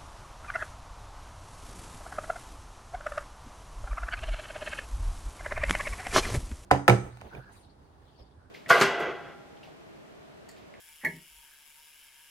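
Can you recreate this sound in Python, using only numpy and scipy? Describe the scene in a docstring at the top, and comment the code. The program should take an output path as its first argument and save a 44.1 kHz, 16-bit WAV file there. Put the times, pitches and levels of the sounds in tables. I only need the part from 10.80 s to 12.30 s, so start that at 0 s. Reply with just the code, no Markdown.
"""In a small quiet room, a metal camera body held in gloved hands knocks once against a table.
A brief scrape leads into a quick run of contacts. Each impulse excites the damped normal modes of
the table top (a thump) and of the metal shell (a ring, which the glove mutes); the hardest one cracks.
Beneath lie faint low swells from the hands and a hiss with wavering resonances, a fast treble
flutter and a thin whistle that comes and goes."""
import sys
import numpy as np
from scipy import signal
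from scipy.fft import rfft, irfft
from scipy.io import wavfile
from scipy.ndimage import map_coordinates

SR = 44100
rng = np.random.default_rng(int(sys.argv[2]) if len(sys.argv) > 2 else 0)


def dump(signal):
    """Clip the signal to [-1, 1] and save it as 16-bit WAV at the path in sys.argv[1]."""
    limited = np.clip(np.atleast_2d(signal).T, -1, 1)
    pcm = np.round(limited * 32767).astype(np.int16)
    wavfile.write(sys.argv[1], SR, pcm)


N = 66150


def undb(db):
    """Amplitude ratio of a level in decibels."""
    return 10 ** (np.asarray(db) / 20)


def unit(x):
    """Normalisation to unit rms."""
    return x / np.sqrt(np.mean(x ** 2))


def pan(db):
    """Intensity panning: two gains for a level difference, left minus right."""
    return undb(np.array([[db], [-db]]) / 2)


def noise(side_db):
    """Partly coherent stereo white noise: a stronger side signal widens it."""
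    mid, side = rng.standard_normal((2, N))
    return unit(mid + undb(side_db) * side * np.array([[1], [-1]]))


def colour(x, spectrum):
    """Spectral shaping by (f/Hz, level/dB) points, at unit rms."""
    hz, db = np.array(spectrum).T
    f = np.maximum(np.fft.rfftfreq(N, 1 / SR), 1)
    gain = undb(np.interp(np.log(f), np.log(hz), db))
    return unit(irfft(rfft(x) * gain, N))


def resonate(x, hz, half_width_hz):
    """Resonance as a Lorentzian passband, at unit rms."""
    f = np.fft.rfftfreq(N, 1 / SR)
    return unit(irfft(rfft(x) / (1 + ((f - hz) / half_width_hz) ** 2), N))


def drift(t, per_s):
    """Smooth random modulation with a standard deviation near 1."""
    return map_coordinates(rng.standard_normal(1024), [t * per_s], mode="wrap")


def decay(t, t60):
    """Exponential decay from t = 0, by 60 dB in t60 seconds."""
    return (t >= 0) * np.exp(-np.log(1000) * np.maximum(t, 0) / t60)


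def mode(t, hz, t60, attack_s):
    """A normal mode: a damped sinusoid with a gradual onset."""
    return np.sin(2 * np.pi * hz * t) * decay(t, t60) * (1 - np.exp(-t / attack_s)) ** 2


def swells(t, rows):
    """Superposed Gaussian envelopes from (t/s, duration/s, level/dB) rows."""
    return sum(undb(db) * np.exp(-(2 * (t - at) / length) ** 2) for at, length, db in rows)


# Resonances in the hiss: f/Hz, half-width/Hz, level/dB
HISS_RESONANCES = [(918, 36, -78), (1633, 114, -73), (2276, 170, -72), (2898, 160, -70), (3150, 51, -75.5),
                   (3820, 185, -78), (5040, 390, -77.5)]
# Envelope of the band near 3 kHz: t/s, level/dB
UPPER_BAND_LEVELS = [(0, -89), (.1, -71.5), (.5, -64.5), (.58, -64), (.68, -75), (.9, -71), (1, -74.5),
                     (1.23, -64.5), (1.31, -93), (1.4, -71), (1.5, -65)]
# Spectrum of the steady air: f/Hz, relative level/dB
AIR_SPECTRUM = [(20, 0.5), (32, 5), (48, -2), (75, -2), (110, -10.5), (400, -15.5), (700, -11),
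                (1200, -3.5), (2000, -4.5), (2700, 3.5), (3400, -5), (4400, -7), (8000, -7), (16000, -24)]

def hiss(t):
    """Filtered noise: a steady broadband floor under narrow bands that waver in level."""
    peaks = sum(undb(db + 3.5 * drift(t, per_s=10.63)) * resonate(noise(side_db=-21), hz, half_width)
                for hz, half_width, db in HISS_RESONANCES)
    upper_db = np.interp(t, *np.array(UPPER_BAND_LEVELS).T)
    upper = undb(upper_db) * resonate(noise(side_db=-21), hz=2950, half_width_hz=230)
    air = undb(-62) * colour(noise(side_db=-5.5), AIR_SPECTRUM)
    return peaks + upper + air


# Course of the flutter: t/s, pulse rate/Hz, level/dB
FLUTTER_COURSE = [(0, 175, -55.5), (.12, 154, -56), (0.278, 167, -58), (.45, 149, -58), (.57, 150, -56.5),
                  (0.801, 143, -59.5), (1.05, 150, -58), (1.23, 142, -58.5), (1.31, 131, -61),
                  (1.4, 155, -58.5), (1.5, 133, -59)]
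# Spectrum of the fluttering treble: f/Hz, relative level/dB
FLUTTER_SPECTRUM = [(1500, -13.5), (3000, -5), (4300, -12), (5200, -3.5), (6200, -11), (7450, -1.5),
                    (8600, -12.5), (9750, 2), (10400, -2.5), (11200, 0.5), (12200, -7), (13400, -2.5),
                    (16000, -12)]

def flutter(t):
    """Amplitude modulation: the treble of the hiss comes in fast, slightly uneven pulses."""
    times, rates, levels = np.array(FLUTTER_COURSE).T
    rate = np.interp(t, times, rates) * (1 + 0.02 * drift(t, per_s=20))
    cycles = np.cumsum(rate) / SR
    sharpness, scatter_db, floor = 2.4, 2.5, 0.54
    pulses = np.exp(sharpness * (np.cos(2 * np.pi * cycles) - 1))
    pulses *= undb(scatter_db * drift(t, per_s=140))
    envelope = undb(np.interp(t, times, levels)) * unit(floor + pulses)
    return envelope * colour(noise(side_db=-4), FLUTTER_SPECTRUM) * pan(3.5)


def ripple(x, depth_db=2.5, step_hz=55, full_depth_hz=3500):
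    """Spectral ripple: fine, stationary random peaks and dips, deepest in the treble."""
    f = np.fft.rfftfreq(N, 1 / SR)
    contour = map_coordinates(rng.standard_normal(2048), [f / step_hz], mode="wrap")
    db = depth_db * contour * np.minimum(f / full_depth_hz, 1)
    return irfft(rfft(x) * unit(undb(db)), N)


def scrape(t, start_s=0.2085, end_s=0.25):
    """Sliding friction: a band of noise grows louder until the metal catches."""
    progress = np.clip((t - start_s) / (end_s - start_s), 0, 1)
    edges = np.clip(10 * np.minimum(progress, 1 - progress), 0, 1)
    friction = resonate(noise(side_db=-11), hz=1880, half_width_hz=260)
    return edges * undb(-56 + 8.5 * progress) * friction


# Contacts, driving table and shell: t/s, table impulse/dB, shell impulse/dB, push width (sigma)/s
IMPACTS = [(0.2332, -44.5, -70, 0.00038), (.237, -42.5, -50.5, 0.000079), (0.2473, -44, -24, 0.000048),
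           (0.2519, -45.5, -36, 0.000042), (0.2549, -56.5, -32.5, 0.0001), (0.2611, -41, -44.5, 0.000091),
           (0.2784, -43.5, -58, 0.00029), (0.33, -46.5, -80, 0.00066), (.3605, -45.5, -47.5, 0.00067)]
# Normal modes of the table top: f/Hz, relative level/dB, T60/s
TABLE_TOP_MODES = [(78, -18.5, 0.5), (156.7, 0, 0.22), (179.6, -0.5, 0.28), (253.5, 1, 0.12),
                   (277.2, -12, 0.36), (327.6, -6, 0.24), (389.5, -5.5, 0.26), (435.6, -12.5, .17),
                   (477, -8, 0.21), (615.6, -4, 0.38), (649, -17, 0.32), (830, 2, 0.069), (894, -6, 0.19),
                   (930, -7, 0.31), (1035, -13.5, 0.2), (1147, -6, 0.071)]
# Dense response between those modes: f/Hz, relative level/dB
BOOM_SPECTRUM = [(30, -37), (70, -26), (100, -32), (135, -10), (175, -14), (230, -8), (400, -0.5),
                 (560, -9.5), (720, -13.5), (900, -8), (1300, -32), (3000, -41)]

def table_thump(t):
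    """Forced vibration: force pulses drive the table's modes and boom; a longer push sounds duller."""
    force = np.zeros((1, N))
    for at, db, _, push_s in IMPACTS:
        push = np.exp(-0.5 * ((t - at) / push_s) ** 2)
        force += undb(db) * push / push.sum()
    modes = sum((-1) ** k * undb(db) * mode(t, hz, t60, attack_s=0.00067)
                for k, (hz, db, t60) in enumerate(TABLE_TOP_MODES))
    boom_envelope = undb(-4) * decay(t, t60=0.27) * np.minimum(t / 0.004, 1)
    boom = boom_envelope * colour(noise(side_db=-19), BOOM_SPECTRUM)
    return signal.fftconvolve(force, modes + boom, axes=1)[:, :N]


# Normal modes of the camera shell: f/Hz, relative level/dB, T60/s, left minus right/dB
METAL_MODES = [(1691, -10.5, 0.2, -1), (1747, -2.5, 0.13, 1), (1873, 5, 0.087, -2.5), (1908, -4, 0.27, 7),
               (2001, -2, 0.17, -2), (2104, -1.5, 0.07, -3), (2175, 0, 0.17, -8), (2224, -9, 0.28, 8.5),
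               (2250, -15.5, 0.24, 11), (4170, -37, 0.064, 5), (4290, -28, 0.04, -7)]

def shell_ring(t):
    """Impulse response: each contact rings a tight cluster of modes in the metal shell."""
    force = np.zeros((1, N))
    for at, _, db, _ in IMPACTS:
        force += undb(db) * np.sinc((t - at) * SR)
    response = sum(undb(db) * pan(pan_db) * mode(t, hz, t60, attack_s=0.0014)
                   for hz, db, t60, pan_db in METAL_MODES)
    return signal.fftconvolve(force, response, axes=1)[:, :N]


def room(x, t, wet_db, delay_s=0.0058, build_s=0.0041):
    """Reverberation: a short diffuse tail, partly different at each ear, follows the direct sound."""
    age = np.maximum(t - delay_s, 0)
    tail = noise(side_db=-4.5) * decay(age, t60=0.17) * (1 - np.exp(-age / build_s))
    tail = unit(tail) / np.sqrt(N)  # unit energy
    return x + undb(wet_db) * signal.fftconvolve(x, tail, axes=1)[:, :N]


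# Spectrum of the contact crack: f/Hz, relative level/dB
CRACK_SPECTRUM = [(500, 9), (2000, -1), (3300, 4), (3900, -8), (4220, 12.5), (4600, -1), (6000, 0),
                  (8000, -1.5), (12000, 3.5), (16000, 0.5)]

def crack(t, at_s=0.2475, attack_s=0.0024):
    """Impact transient: the hardest contact on the shell gives bright noise with a two-stage decay."""
    age = t - at_s
    envelope = decay(age, t60=0.018) + undb(-7) * decay(age, t60=0.15)
    envelope *= np.clip(age / attack_s, 0, 1)
    return undb(-35) * envelope * colour(noise(side_db=-4.5), CRACK_SPECTRUM) * pan(3)


def grip(t, at_s=0.28, closing_s=0.0068, gain_db=-9):
    """Attenuation: the gain of the ring drops as the glove closes on the shell."""
    return undb(gain_db * np.clip((t - at_s) / closing_s, 0, 1))


# Movements of the hands: t/s, duration/s, level/dB
HAND_SWELLS = [(0.393, 0.092, -66), (.57, 0.11, -65.5), (0.764, 0.041, -77)]

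def rumble(t):
    """Handling noise: a low, narrow band swells faintly as the hands move the camera."""
    return swells(t, HAND_SWELLS) * resonate(noise(side_db=-13), hz=49, half_width_hz=11.5)


# Swells of the whistle: t/s, duration/s, level/dB
WHISTLE_SWELLS = [(0.628, 0.19, -71), (0.983, 0.078, -66), (1.076, 0.067, -74), (1.417, 0.12, -70)]

def whistle(t):
    """Narrowband noise is heard as pitch: a thin, breathy tone surfaces in the hiss."""
    return swells(t, WHISTLE_SWELLS) * resonate(noise(side_db=-25), hz=934, half_width_hz=22)


def scene():
    """Superposition: the knock in its room, over the hiss."""
    t = np.arange(N) / SR
    thump = room(table_thump(t), t, wet_db=-14.5)
    ring = room(shell_ring(t) * grip(t), t, wet_db=-9)
    knock = thump + ring + crack(t) + scrape(t)
    return knock + ripple(hiss(t) + flutter(t)) + whistle(t) + rumble(t)


def record(dry, cutoff_hz=15850):
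    """Band limiting: an elliptic low-pass filter cuts the highest treble steeply."""
    return signal.sosfilt(signal.ellip(10, 0.1, 70, cutoff_hz, fs=SR, output="sos"), dry)


dry = scene()
out = record(dry)
dump(out)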